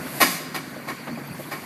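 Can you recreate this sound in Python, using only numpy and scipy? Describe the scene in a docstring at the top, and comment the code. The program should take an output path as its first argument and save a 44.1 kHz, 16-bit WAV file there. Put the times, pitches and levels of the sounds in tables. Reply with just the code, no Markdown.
"""A dirt track beside a wood: a steam traction engine rolls along, chuffing about three times a second.
One hard exhaust beat is followed by softer ones; each burst of steam rings the smokestack and
echoes off the trees. Underneath, the iron wheels rumble, steam leaks from the glands, the boiler
shell drones, the gearing hums and knocks, and the bearings give a few small squeaks."""
import sys
import numpy as np
from scipy import signal
from scipy.fft import irfft
from scipy.io import wavfile
from scipy.ndimage import uniform_filter1d

SR = 44100
rng = np.random.default_rng(int(sys.argv[2]) if len(sys.argv) > 2 else 0)


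def waveform_to_disk(signal):
    """Save audio, clipped to [-1, 1], as 16-bit WAV at the path in sys.argv[1]."""
    frames = np.transpose(np.atleast_2d(signal))
    scaled = np.clip(frames, -1, 1) * 32767
    samples = np.round(scaled).astype(np.int16)
    wavfile.write(sys.argv[1], SR, samples)


N = 72765
T, HZ = np.arange(N) / SR, np.fft.rfftfreq(N, 1 / SR)


def amp(db):
    """Decibels to gain."""
    return 10 ** (np.asarray(db) / 20)


def unit(x):
    """Scales to rms 1."""
    return x / np.sqrt(np.mean(x ** 2) + 1e-20)


def curve_at(points, hz):
    """Reads a curve on a log-frequency axis."""
    f, value = np.transpose(points)
    return np.interp(np.log(hz + 1), np.log(f + 1), value)


def noise(gain):
    """Noise of rms 1, coloured by a gain per frequency."""
    return unit(irfft(gain * np.exp(2j * np.pi * rng.random(len(HZ))), N))


def resonance(hz, width_hz):
    """Gain curve of a steep-sided resonance."""
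    return 1 / (1 + ((HZ - hz) / (width_hz / 2)) ** 4) ** .5


def flutter(rate_hz):
    """Random motion of rms 1, mostly slower than rate_hz."""
    return noise(1 / (1 + (HZ / rate_hz) ** 4))


def swell(age, peak_s):
    """A quick push that peaks after peak_s and dies away."""
    u = age / peak_s
    return (u * np.exp(1 - u)) ** 2


def rough_tone(path, roughness=.35, waver_hz=25):
    """A gliding tone that wavers at random in level and phase."""
    times, hz, db = np.transpose(path)
    carrier = np.exp(2j * np.pi * np.cumsum(np.interp(T, times, hz)) / SR)
    waver = 1 + roughness * (flutter(waver_hz) + 1j * flutter(waver_hz))
    return unit((carrier * waver).real) * amp(np.interp(T, times, db))


def wheel_rumble(level_db=-38.5, patchy_db=2.5):
    """Iron wheels and running gear roll in a lumpy wash that follows the engine's effort."""
    # The rumble's colour. Each row: frequency in Hz, relative level in dB.
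    colour = [(15, -47), (25, -32), (109, -6.5), (172, 2), (271, 2.5), (344, -1.5), (450, -7), (604, -6),
              (903, -9.5), (1090, -6), (1350, -11.5), (1500, -7), (1720, -11), (2240, -10.5), (3090, -22.5),
              (3440, -21), (3830, -24), (4620, -15.5), (5140, -28), (5880, -26), (7680, -27.5),
              (10000, -27.5), (12400, -23.5), (13800, -30), (15000, -38)]
    # The engine's effort. Each row: time in seconds, lift in dB.
    effort = [(0, 4), (.18, 2.5), (.5, 0.5), (.82, 0.5), (1.02, 1), (1.2, 0), (1.32, 1), (1.48, 0),
              (1.65, 1.5)]
    _, _, bands = signal.stft(noise(amp(curve_at(colour, HZ))), SR, nperseg=512)
    patches = uniform_filter1d(rng.standard_normal(bands.shape), size=8, axis=0)  # smooth across bands
    patches = unit(uniform_filter1d(patches, size=4, axis=1))  # and over time
    wash = signal.istft(bands * amp(patchy_db * patches), SR, nperseg=512)[1][:N]
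    return unit(wash) * amp(level_db + np.interp(T, *np.transpose(effort)))


def steam_leak():
    """Steam hisses out of the glands."""
    # The swells of the hiss. Each row: time in seconds, level in dB.
    envelope = [(0, -46), (.08, -41), (.18, -36), (.32, -30), (.48, -52), (.8, -55.5), (1.3, -56.5),
                (1.4, -44.5), (1.48, -48.5), (1.65, -47.5)]
    # Its colour. Each row: frequency in Hz, relative level in dB.
    colour = [(500, -34), (2000, 6.5), (3200, -6.5), (4700, -3), (6000, -8), (9500, -2), (11000, 0),
              (12400, 3.5), (15000, -14)]
    return noise(amp(curve_at(colour, HZ))) * amp(np.interp(T, *np.transpose(envelope)))


def gear_hum():
    """The turning gears hum on one rough, wandering note."""
    # The hum's path. Each row: time in seconds, pitch in Hz, level in dB.
    path = [(0, 234.8, -40), (.14, 270, -47), (.4, 260, -44), (.58, 266.2, -43), (.72, 250, -44.5),
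            (.98, 226, -48), (1.05, 240, -52), (1.1, 243.9, -36), (1.17, 229.9, -41), (1.35, 240, -57.5),
            (1.65, 259.7, -50)]
    return rough_tone(path)


def boiler_drone():
    """The boiler shell drones below the gears."""
    # The drone's path. Each row: time in seconds, pitch in Hz, level in dB.
    path = [(0, 143, -53), (.11, 149.8, -37.5), (.21, 129.8, -47), (.28, 180, -36), (.38, 159.9, -49.5),
            (.6, 153, -44.5), (.7, 140.1, -51), (.9, 148, -48), (1, 140, -55), (1.1, 143, -45.5),
            (1.36, 142, -42), (1.45, 145.1, -45.5), (1.65, 150, -60)]
    return rough_tone(path)


def gear_knock(start, db, rise_s=0.0042):
    """Slack gear teeth meet with a dull knock."""
    # The gearing's modes. Each row: frequency in Hz, relative level in dB, seconds to fall by 60 dB.
    modes = [(250, -11, .06), (337, -4.5, .06), (531, -6, 0.068), (608, -3.5, .08), (762, -12, .05),
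             (1100, -21, 0.034)]
    age = np.maximum(T - start, 0)
    ring = sum(amp(level - 60 * age / t60) * np.sin(2 * np.pi * (hz * age + rng.random()))
               for hz, level, t60 in modes)
    return amp(db) * 2 * np.minimum(age / rise_s, 1) * ring


def chuff(start, db, rise, hold, fade, treble_db, bass_db, ring_db):
    """A turbulent burst of steam rings the stack, with a bark at its front and a boom behind."""
    # The steam jet's colour. Each row: frequency in Hz, relative level in dB.
    jet_colour = [(59, -50), (100, -20), (324, -13.5), (472, -6.5), (748, -5), (942, -6), (1070, -5.5),
                  (1320, -2), (1460, -9.5), (1840, -1), (2000, -6.5), (2270, -2.5), (2750, -13),
                  (2920, -8.5), (3110, -14.5), (4840, -10), (5370, -21), (5840, -17.5), (8000, -20.5),
                  (11900, -15.5), (15000, -25.5)]
    # The smokestack's resonances. 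Each row: centre in Hz, width in Hz, relative level in dB.
    stack_modes = [(738, 49, -7.5), (1070, 31, -2), (1856, 35, -3), (2260, 35, -1), (2896, 33, -16),
                   (4300, 63, -16), (4940, 32, -10), (5900, 33, -19), (6720, 98, -22.5), (9020, 32, -14.5),
                   (11480, 62, -18), (11800, 37, -8)]
    treble_hz, bass_hz, jet_roughness = 3200, 700, 0.23
    stack_db, bark_db, boom_db = -3.5, -8.5, -14
    age = np.maximum(T - start, 0)
    envelope = np.minimum(age / rise, 1) * amp(-fade * np.maximum(age - rise - hold, 0))
    treble_shelf = amp(treble_db * HZ ** 2 / (HZ ** 2 + treble_hz ** 2))
    bass_shelf = amp(bass_db * bass_hz ** 2 / (HZ ** 2 + bass_hz ** 2))
    tone = treble_shelf * bass_shelf
    jet = noise(tone * amp(curve_at(jet_colour, HZ))) * (1 + jet_roughness * flutter(rate_hz=360))
    ring = noise(tone * sum(amp(level) * resonance(hz, width) for hz, width, level in stack_modes))
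    blast = envelope * (jet + amp(stack_db + ring_db) * ring)
    # The bark is the first push as the valve opens; the smokebox answers later with the boom.
    bark = amp(bark_db) * swell(age, peak_s=0.0081) * noise(resonance(hz=704, width_hz=235))
    boom = amp(boom_db) * swell(age, peak_s=0.027) * noise(resonance(hz=308, width_hz=122))
    return amp(db) * (blast + amp(bass_db) * (bark + boom))


def tree_echo(sound, build_s=0.038):
    """A diffuse echo builds up from the wood and dies away band by band."""
    # The echo's colour. Each row: frequency in Hz, gain in dB.
    colour = [(100, -16), (400, -18), (900, -13), (2000, -12.5), (4500, -7), (8000, -5), (14000, -26)]
    # Its decay. Each row: frequency in Hz, seconds to fall by 60 dB.
    decay = [(200, 0.56), (2000, 1), (5000, 0.79), (13000, 0.57)]
    hz, t, bands = signal.stft(rng.standard_normal(SR), SR, nperseg=256)
    tail = np.minimum(t / build_s, 1) ** 2 * amp(-60 * t / curve_at(decay, hz)[:, None])
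    band_energy = SR * np.mean(tail ** 2, axis=1, keepdims=True)
    tail *= amp(curve_at(colour, hz))[:, None] / np.sqrt(band_energy)
    _, response = signal.istft(bands * tail, SR, nperseg=256)
    return signal.fftconvolve(sound, response)[:N]


def bearing_squeak(at, hz, db, spread_s=0.007):
    """Dry metal in a bearing gives a brief, fuzzy chirp."""
    envelope = np.exp(-.5 * ((T - at) / spread_s) ** 2)
    return amp(db) * envelope * noise(resonance(hz, width_hz=200))


def scene():
    """The exhaust and its echo over the bed of the moving machine, in mono."""
    # The exhaust beats. Each row: start in seconds, level in dB, rise and hold in seconds,
    # fade in dB per second, then trims in dB for treble, bass and stack ring.
    chuffs = [(0.201, -15, 0.011, 0.017, 312, 4.5, 2.5, 2), (0.54, -26.5, .009, .014, 406, -0.5, 2, -2),
              (0.871, -31, 0.017, 0.014, 411, -3, 4.5, 0), (1.067, -35, .008, .004, 450, -19, -1.5, -8),
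              (1.169, -42, .010, .015, 300, -11, 15.5, 0), (1.510, -32, .012, .012, 333, -2, 6, 1)]
    # The gear knocks. Each row: start in seconds, relative level in dB.
    knocks = [(.028, -37), (.176, -37), (.418, -41.5), (.763, -32.5), (.798, -41), (1.082, -30.5),
              (1.395, -30)]
    # The bearing squeaks. Each row: time of the peak in seconds, pitch in Hz, level in dB.
    squeaks = [(1.123, 4500, -49), (1.275, 12180, -48.5), (1.338, 10300, -48.5), (1.42, 12100, -49),
               (1.444, 3390, -51.5)]
    exhaust = sum(chuff(*row) for row in chuffs)
    bed = wheel_rumble() + steam_leak() + gear_hum() + boiler_drone()
    rattle = sum(gear_knock(*row) for row in knocks) + sum(bearing_squeak(*row) for row in squeaks)
    return (exhaust + tree_echo(exhaust) + bed + rattle)[None]


def record(dry, low_cut_hz=60, high_cut_hz=15050):
    """The microphone sheds deep bass, and a steep filter trims the highest treble."""
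    thinned = signal.sosfilt(signal.butter(2, low_cut_hz, "highpass", fs=SR, output="sos"), dry)
    lowpass = signal.firwin(511, high_cut_hz, window=("kaiser", 9), fs=SR)
    return signal.oaconvolve(thinned, lowpass[None], "same")


dry = scene()
out = record(dry)
waveform_to_disk(out)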